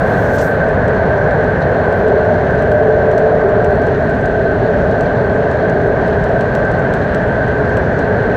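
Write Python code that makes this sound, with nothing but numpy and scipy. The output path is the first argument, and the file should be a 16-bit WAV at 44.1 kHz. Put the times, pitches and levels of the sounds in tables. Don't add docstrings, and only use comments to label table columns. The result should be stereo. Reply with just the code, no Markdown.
import sys
import numpy as np
from scipy import signal
from scipy.fft import rfft, irfft
from scipy.io import wavfile
from scipy.ndimage import uniform_filter1d, minimum_filter1d

SR = 44100
rng = np.random.default_rng(int(sys.argv[2]) if len(sys.argv) > 2 else 0)


def to_wav(sig):
    pcm = np.clip(np.atleast_2d(sig), -1, 1) * 32767
    pcm = np.round(pcm).astype(np.int16)
    wavfile.write(sys.argv[1], SR, pcm.T)


def voltage_ratio(level):
    return 10 ** (np.asarray(level, float) / 20)


N = 368676
T = np.arange(N) / SR
HZ = np.maximum(np.arange(N // 2 + 1) * SR / N, 1.)

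# (time [s], depth [dB])
RAIL_WAVES = [(0, -3), (.6, -2.5), (1, .5), (1.55, -1.5), (1.85, -2), (2.15, 7), (2.55, 1.5), (2.75, 6.5),
              (3.1, 6), (3.4, 4.5), (3.7, 4.5), (4.1, 1), (4.6, 2.5), (5.25, -1), (5.55, 3), (6.4, -1.5),
              (7.6, -3), (8.36, 2)]
# (time [s], level [dB])
RAIL_GRAIN = [
    (0, -1.5),
    (1, 2),
    (2, -0.5),
    (2.9, 2.5),
    (3.5, 2),
    (4.1, 0),
    (5.6, 0.5),
    (7.3, -2),
    (8.36, -3.5),
]
# (frequency [Hz], density [dB per Hz])
FLOOR_COLOUR = [(11, -46.5), (18, -17), (75, -0.5), (102, 0.5), (173, -0.5), (213, -4.5), (253, -4),
                (324, -9.5), (345, -11.5), (450, -49), (760, -120)]
# (frequency [Hz], density [dB per Hz])
TRACK_COLOUR = [(300, -18), (350, -11.5), (500, 1), (800, -6), (1000, -11.5), (1300, -15), (1750, -21.5),
                (2100, -27.5), (2600, -39)]
# (frequency [Hz], width [Hz], level [dB])
LOW_MODES = [(398.5, 50, 3.5), (439, 65, 1.5)]
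# (frequency [Hz], width [Hz], level [dB])
HIGH_MODES = [(583, 86, 2.5), (649.6, 108, 5.5), (685, 130, -4)]
# (frequency [Hz], width [Hz], level [dB])
WHINE_MODES = [(1546.5, 24, -1), (1538, 182, -8), (1608, 190, -9.5), (1740, 370, -15)]
# (frequency before [Hz], frequency after [Hz], time of change [s], level on plain rail [dB],
# rise with rail waves [dB per squared dB], rise with grain [dB per dB])
SINGING_MODES = [(436.5, 425, 3.95, -27.5, .3, .1), (612.5, 605.5, 2.55, -29.5, .3, 1.6)]
# (frequency [Hz], level [dB])
GEAR_TONES = [(1975, -56), (3220, -65.5)]
# (time [s], peak level [dB], left minus right [dB])
PANEL_TICKS = [(.6856, -40, 6), (.8798, -36.5, 9), (1.1797, -43.5, 1), (1.44, -42.5, -3), (1.925, -39.5, 4),
               (2.0808, -39, 1.5), (2.6218, -39, 3), (2.7155, -36, -6), (3.1142, -37.5, 3),
               (3.1784, -30, 1), (3.644, -33.5, 6.5), (3.817, -39.5, 8), (3.867, -41.5, 6),
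               (4.096, -41.5, -1), (4.2566, -35.5, -2), (4.9102, -43, 1.5), (5.008, -33, 1.5),
               (5.5123, -39, 10), (5.6968, -36.5, 8), (6.078, -41, 5.5), (6.2387, -35, -2.5),
               (6.4082, -35.5, 0.5), (6.5498, -31.5, -1), (6.6502, -39.5, -6), (6.7145, -39.5, 4),
               (6.7919, -41, 1.5), (6.9372, -32, 5), (7.1456, -32, -6), (7.7691, -33.5, 6.5),
               (7.9898, -35, 8)]
FAINT_TICKS = [.946, 1.309, 1.603, 1.692, 2.246, 2.340, 2.506, 2.592, 3.490, 3.707, 3.755, 4.147, 4.210,
               4.519, 5.816, 5.873, 6.290, 7.274, 7.479, 7.693]
# (frequency [Hz], width [Hz], level [dB])
PANEL_MODES = [(2720, 1100, 5), (4160, 1500, 0), (5920, 1500, -2), (7780, 1200, -4.5), (9200, 700, -13),
               (10800, 2000, -21)]
# (time [s], peak level [dB])
LATCH_RATTLES = [(0.9633, -40), (1.3074, -38), (1.4412, -36.5), (1.617, -30), (2.5872, -35), (3.219, -40),
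                 (3.9427, -35.5), (4.4503, -35.5), (4.9094, -41), (5.0577, -33), (5.1677, -36.5),
                 (5.6217, -36), (6.537, -40), (6.615, -45), (6.7461, -39)]
# (frequency [Hz], width [Hz], level [dB])
LATCH_MODES = [(4040, 820, 3.5), (6100, 900, -11.0)]
# (time [s], hold [s], level [dB], bright share [dB])
SLEEVE_SLIPS = [
    (.33, .032, -47, -3),
    (.379, .025, -38.5, -20),
    (.408, .025, -42, -4.5),
    (.435, .04, -49, 1),
    (.48, .03, -55, 0),
    (.52, .06, -63, -1),
]
# (frequency [Hz], width [Hz], level [dB])
DULL_CLOTH = [(3800, 3900, 0.0), (6060, 2200, 2.5), (8000, 1500, -8.5)]
BRIGHT_CLOTH = [(8200, 1500, 2.5), (10800, 2200, -1), (13100, 2200, 3.0), (14900, 2500, -3)]
# (time [s], length [s], frequency [Hz], level [dB])
SEAL_SQUEAKS = [
    (1.845, .065, 11400, -77),
    (1.955, 0.099, 12560, -64),
    (2.062, .025, 12570, -68),
    (2.09, .04, 11900, -76),
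]
# (frequency [Hz], density [dB per Hz])
AIR_COLOUR = [(1900, -8), (2400, 2), (3000, 0), (3700, -3.5), (4250, -2), (4900, -12.5), (5400, -13.5),
              (6300, -13), (7200, -20.5), (8000, -20), (9000, -34), (11000, -40), (12800, -31),
              (15900, -39)]
# (frequency [Hz], likeness [0-1], left minus right [dB])
MIC_PORTS = [(100, 1, 0.54), (300, 0.98, 0.24), (700, .94, 1), (870, 0.7, 1.5), (1080, 1, 3),
             (1340, 0.16, 6), (1550, 1, 10.5), (2000, 0.7, 3), (2500, .72, -3), (3200, .56, -0.5),
             (4200, .64, 2), (5200, .65, -2), (7000, .55, 2), (13450, 0.7, -0.5)]

FLOOR_DB, TRACK_DB, LOW_MODES_DB, HIGH_MODES_DB = -17.5, -19, -21.5, -19
LOW_PER_WAVE, HIGH_PER_WAVE, TRACK_PER_GRAIN = 0.89, 0.21, 0.21
WHINE_DB, WHINE_DIP_DB, WHINE_DIP_S, WHINE_DIP_WIDTH_S = -22, -3, 4.9, 2.46
PITCH_SHIFT_S = 0.056
TICK_TOP_DB, TOP_PER_DB, HARD_TICK_DB = -14.5, .7, -32
FAINT_DB, FAINT_SPREAD_DB, FAINT_PAN_DB = -45, 1, 4.5
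SNAP = 6
DRAG_DB, DRAG_SWELL_S, DRAG_STOPS_S, DRAG_BRIGHT_DB = -48.5, .32, .364, -4.5
SLIP_ATTACK_S, SLIP_FADE_DB_S, SETTLE_FADE_DB_S = .006, 380, 55
ARCH_HZ_PER_S, SQUEAK_EDGE_S = 2000, .012
SEAL_HAZE_DB, AIR_DB = -71.5, -45


def curves(rows):
    s, *columns = np.transpose(rows)
    return [np.interp(T, s, c) for c in columns]


def over_hz(rows):
    f, *columns = np.transpose(rows)
    return [np.interp(np.log(HZ), np.log(f), c) for c in columns]


def unit(x):
    return x / np.sqrt(np.mean(x ** 2))


def walk(rate):
    k = int(SR / rate)
    steps = np.repeat(rng.standard_normal(N // k + 1), k)
    return 1.292 * uniform_filter1d(uniform_filter1d(steps, k), k)[:N]


def resonances(modes, order, hz_axis=HZ):
    power = 0
    for hz, width, db in modes:
        detuning = (hz_axis ** 2 - hz ** 2) / (hz_axis * width)
        power = power + voltage_ratio(2 * db) / (1 + detuning ** 2) ** order
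    return np.sqrt(power)


def rough(response):
    return unit(irfft(rfft(rng.standard_normal((2, N))) * response, N))


def bands(points, swell_db, flicker_db, flicker_rate):
    inside = (HZ > points[0][0]) & (HZ < points[-1][0])
    spectrum = rfft(rng.standard_normal((2, N))) * voltage_ratio(over_hz(points)[0]) * inside
    out, swell = 0, swell_db * walk(3)
    step = 2 * np.log2(HZ)
    for centre in np.arange(np.floor(step[inside][0]), step[inside][-1] + 1):
        share = np.cos(np.pi / 2 * np.clip(step - centre, -1, 1)) ** 2
        flicker = flicker_db * walk(flicker_rate)
        out = out + voltage_ratio(swell + flicker) * irfft(spectrum * share, N)
    return unit(out)


def tone(hz, db, wander_hz, flutter_db, rate):
    wander = wander_hz * np.array([walk(rate), walk(rate)])
    phase = 2 * np.pi * np.cumsum(hz + wander, axis=1) / SR
    return np.sqrt(2) * voltage_ratio(db + flutter_db * walk(rate)) * np.sin(phase)


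def rolling():
    (wave_db,), (grain_db,) = curves(RAIL_WAVES), curves(RAIL_GRAIN)
    floor = voltage_ratio(FLOOR_DB) * bands(FLOOR_COLOUR, .3, 0.5, 6)
    track = voltage_ratio(TRACK_DB + TRACK_PER_GRAIN * grain_db) * bands(TRACK_COLOUR, 0.97, 0.77, 8)
    low_db = LOW_MODES_DB + LOW_PER_WAVE * wave_db + 1.2 * walk(9)
    low = voltage_ratio(low_db) * rough(resonances(LOW_MODES, order=2))
    high_db = HIGH_MODES_DB + grain_db + HIGH_PER_WAVE * wave_db + 0.73 * walk(10)
    high = voltage_ratio(high_db) * rough(resonances(HIGH_MODES, order=2))
    whine_db = WHINE_DB + WHINE_DIP_DB * np.exp(-((T - WHINE_DIP_S) / WHINE_DIP_WIDTH_S) ** 2)
    whine = voltage_ratio(whine_db + 0.31 * walk(14)) * rough(resonances(WHINE_MODES, order=2))
    return floor + track + low + high + whine


def singing():
    (wave_db,), (grain_db,) = curves(RAIL_WAVES), curves(RAIL_GRAIN)
    out = sum(tone(hz, db, 1.0, 2.0, 6.2) for hz, db in GEAR_TONES)
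    for before_hz, after_hz, s, db, per_wave, per_grain in SINGING_MODES:
        hz = np.interp(T, [s - PITCH_SHIFT_S, s + PITCH_SHIFT_S], [before_hz, after_hz])
        mode_db = db + per_wave * wave_db * np.abs(wave_db) + per_grain * grain_db
        out = out + tone(hz, mode_db, 2.2, 2.5, 22)
    return out


def add_hit(out, s, db, pan_db, modes, shape, low_hz, snap):
    f = np.maximum(np.arange(2049) * SR / 4096, 1.)
    push = rng.standard_normal((2, 4096)) * shape
    push[0, np.argmax(shape)] = snap
    ring = rfft(push) * resonances(modes, order=2, hz_axis=f)
    energy = np.sum(np.abs(ring[0, f > low_hz]) ** 2)
    common, differing = irfft(ring, 4096) * 256 / np.sqrt(energy)
    hit = np.array([common, .7 * differing + .05 * pan_db * common])
    start = int(s * SR) - 64
    out[:, start:start + 4096] += voltage_ratio(db) * hit


def panel():
    out, t = np.zeros((2, N + 4096)), (np.arange(4096) - 128) / SR
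    crack = (t >= 0) * np.exp(-np.abs(t) / .0011)
    bounce = 0.18 * np.exp(-((t - .004) / 0.00076) ** 2)
    tail = .26 * (t >= 0) * np.exp(-t / 0.012)
    rattle = (t >= 0) * np.exp(-t / 0.014)
    size, place = rng.standard_normal((len(FAINT_TICKS), 2)).T
    faint = np.transpose([FAINT_TICKS, FAINT_DB + FAINT_SPREAD_DB * size, FAINT_PAN_DB * place])
    for s, db, pan_db in [*PANEL_TICKS, *faint]:
        top_db = TICK_TOP_DB + TOP_PER_DB * max(db - HARD_TICK_DB, -9)
        modes = [*PANEL_MODES, (13000, 2200, top_db)]
        add_hit(out, s, db - 1.0, pan_db, modes, crack + bounce + tail, 5000, SNAP)
    for s, db in LATCH_RATTLES:
        add_hit(out, s, db + 1.5, 0, LATCH_MODES, rattle, 3000, 0)
    return out[:, :N]


def cloth():
    creep_db = DRAG_DB - SLIP_FADE_DB_S * np.clip(T - DRAG_STOPS_S, 0, 1)
    creep = np.tanh(.3 + T / DRAG_SWELL_S) * voltage_ratio(creep_db)
    dull_power, bright_power = creep ** 2, (creep * voltage_ratio(DRAG_BRIGHT_DB)) ** 2
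    for i, (s, hold, db, bright_db) in enumerate(SLEEVE_SLIPS):
        last = i == len(SLEEVE_SLIPS) - 1
        fade_db_s = SETTLE_FADE_DB_S if last else SLIP_FADE_DB_S
        slip_db = db - fade_db_s * np.clip(T - s - hold, 0, 1)
        slip = np.clip((T - s) / SLIP_ATTACK_S, 0, 1) * voltage_ratio(slip_db)
        dull_power = dull_power + slip ** 2
        bright_power = bright_power + (slip * voltage_ratio(bright_db)) ** 2
    dull = rough(resonances(DULL_CLOTH, order=2))
    bright = rough(resonances(BRIGHT_CLOTH, order=2))
    touching = T < SLEEVE_SLIPS[-1][0] + 1
    ragged = touching * voltage_ratio(1.2 * np.array([walk(49), walk(49)]))
    return ragged[0] * np.sqrt(dull_power) * dull + ragged[1] * np.sqrt(bright_power) * bright


def seal():
    out, haze = 0, rough(resonances([(12600, 2600, 0)], order=2))
    for s, length, hz, db in SEAL_SQUEAKS:
        arch = np.sin(np.pi * np.clip((T - s) / length, 0, 1))
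        gate = np.clip(np.minimum(T - s, s + length - T) / SQUEAK_EDGE_S, 0, 1)
        out = out + gate * tone(hz + ARCH_HZ_PER_S * length * arch, db, 70., 3.5, 90)
    return out + voltage_ratio(SEAL_HAZE_DB) * np.exp(-((T - 2.0) / .15) ** 2) * haze


def air():
    grit = voltage_ratio(2.2 * rng.exponential(size=N // 64 + 1)).repeat(64)[:N]
    rush = bands(AIR_COLOUR, .4, 1, 16)
    return voltage_ratio(AIR_DB) * rush * unit(1 + .5 * uniform_filter1d(grit, size=128))


def scene():
    common, differing = rfft(rolling() + singing() + panel() + cloth() + seal() + air())
    likeness, pan_db = over_hz(MIC_PORTS)
    likeness = np.clip(likeness, 0, 1)
    side = np.sqrt((1 - likeness) / (1 + likeness)) * differing
    left_gain, right_gain = voltage_ratio(pan_db / 2), voltage_ratio(-pan_db / 2)
    ports = np.array([(common + side) * left_gain, (common - side) * right_gain])
    return irfft(ports * 2 / (left_gain + right_gain), N)


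def roll_off(x):
    return signal.sosfilt(signal.butter(12, 15830, fs=SR, output="sos"), x)


def record(dry):
    peak = np.abs(dry).max(axis=0) + 1e-9
    squeeze = voltage_ratio(0.45) * np.minimum(1, (0.59 / peak) ** 0.39)
    need = np.minimum(squeeze, .97 / peak)
    hold = minimum_filter1d(need, size=441)
    gain = uniform_filter1d(uniform_filter1d(hold, size=220), size=220)
    return roll_off(dry * gain)


dry = scene()
out = record(dry)
to_wav(out)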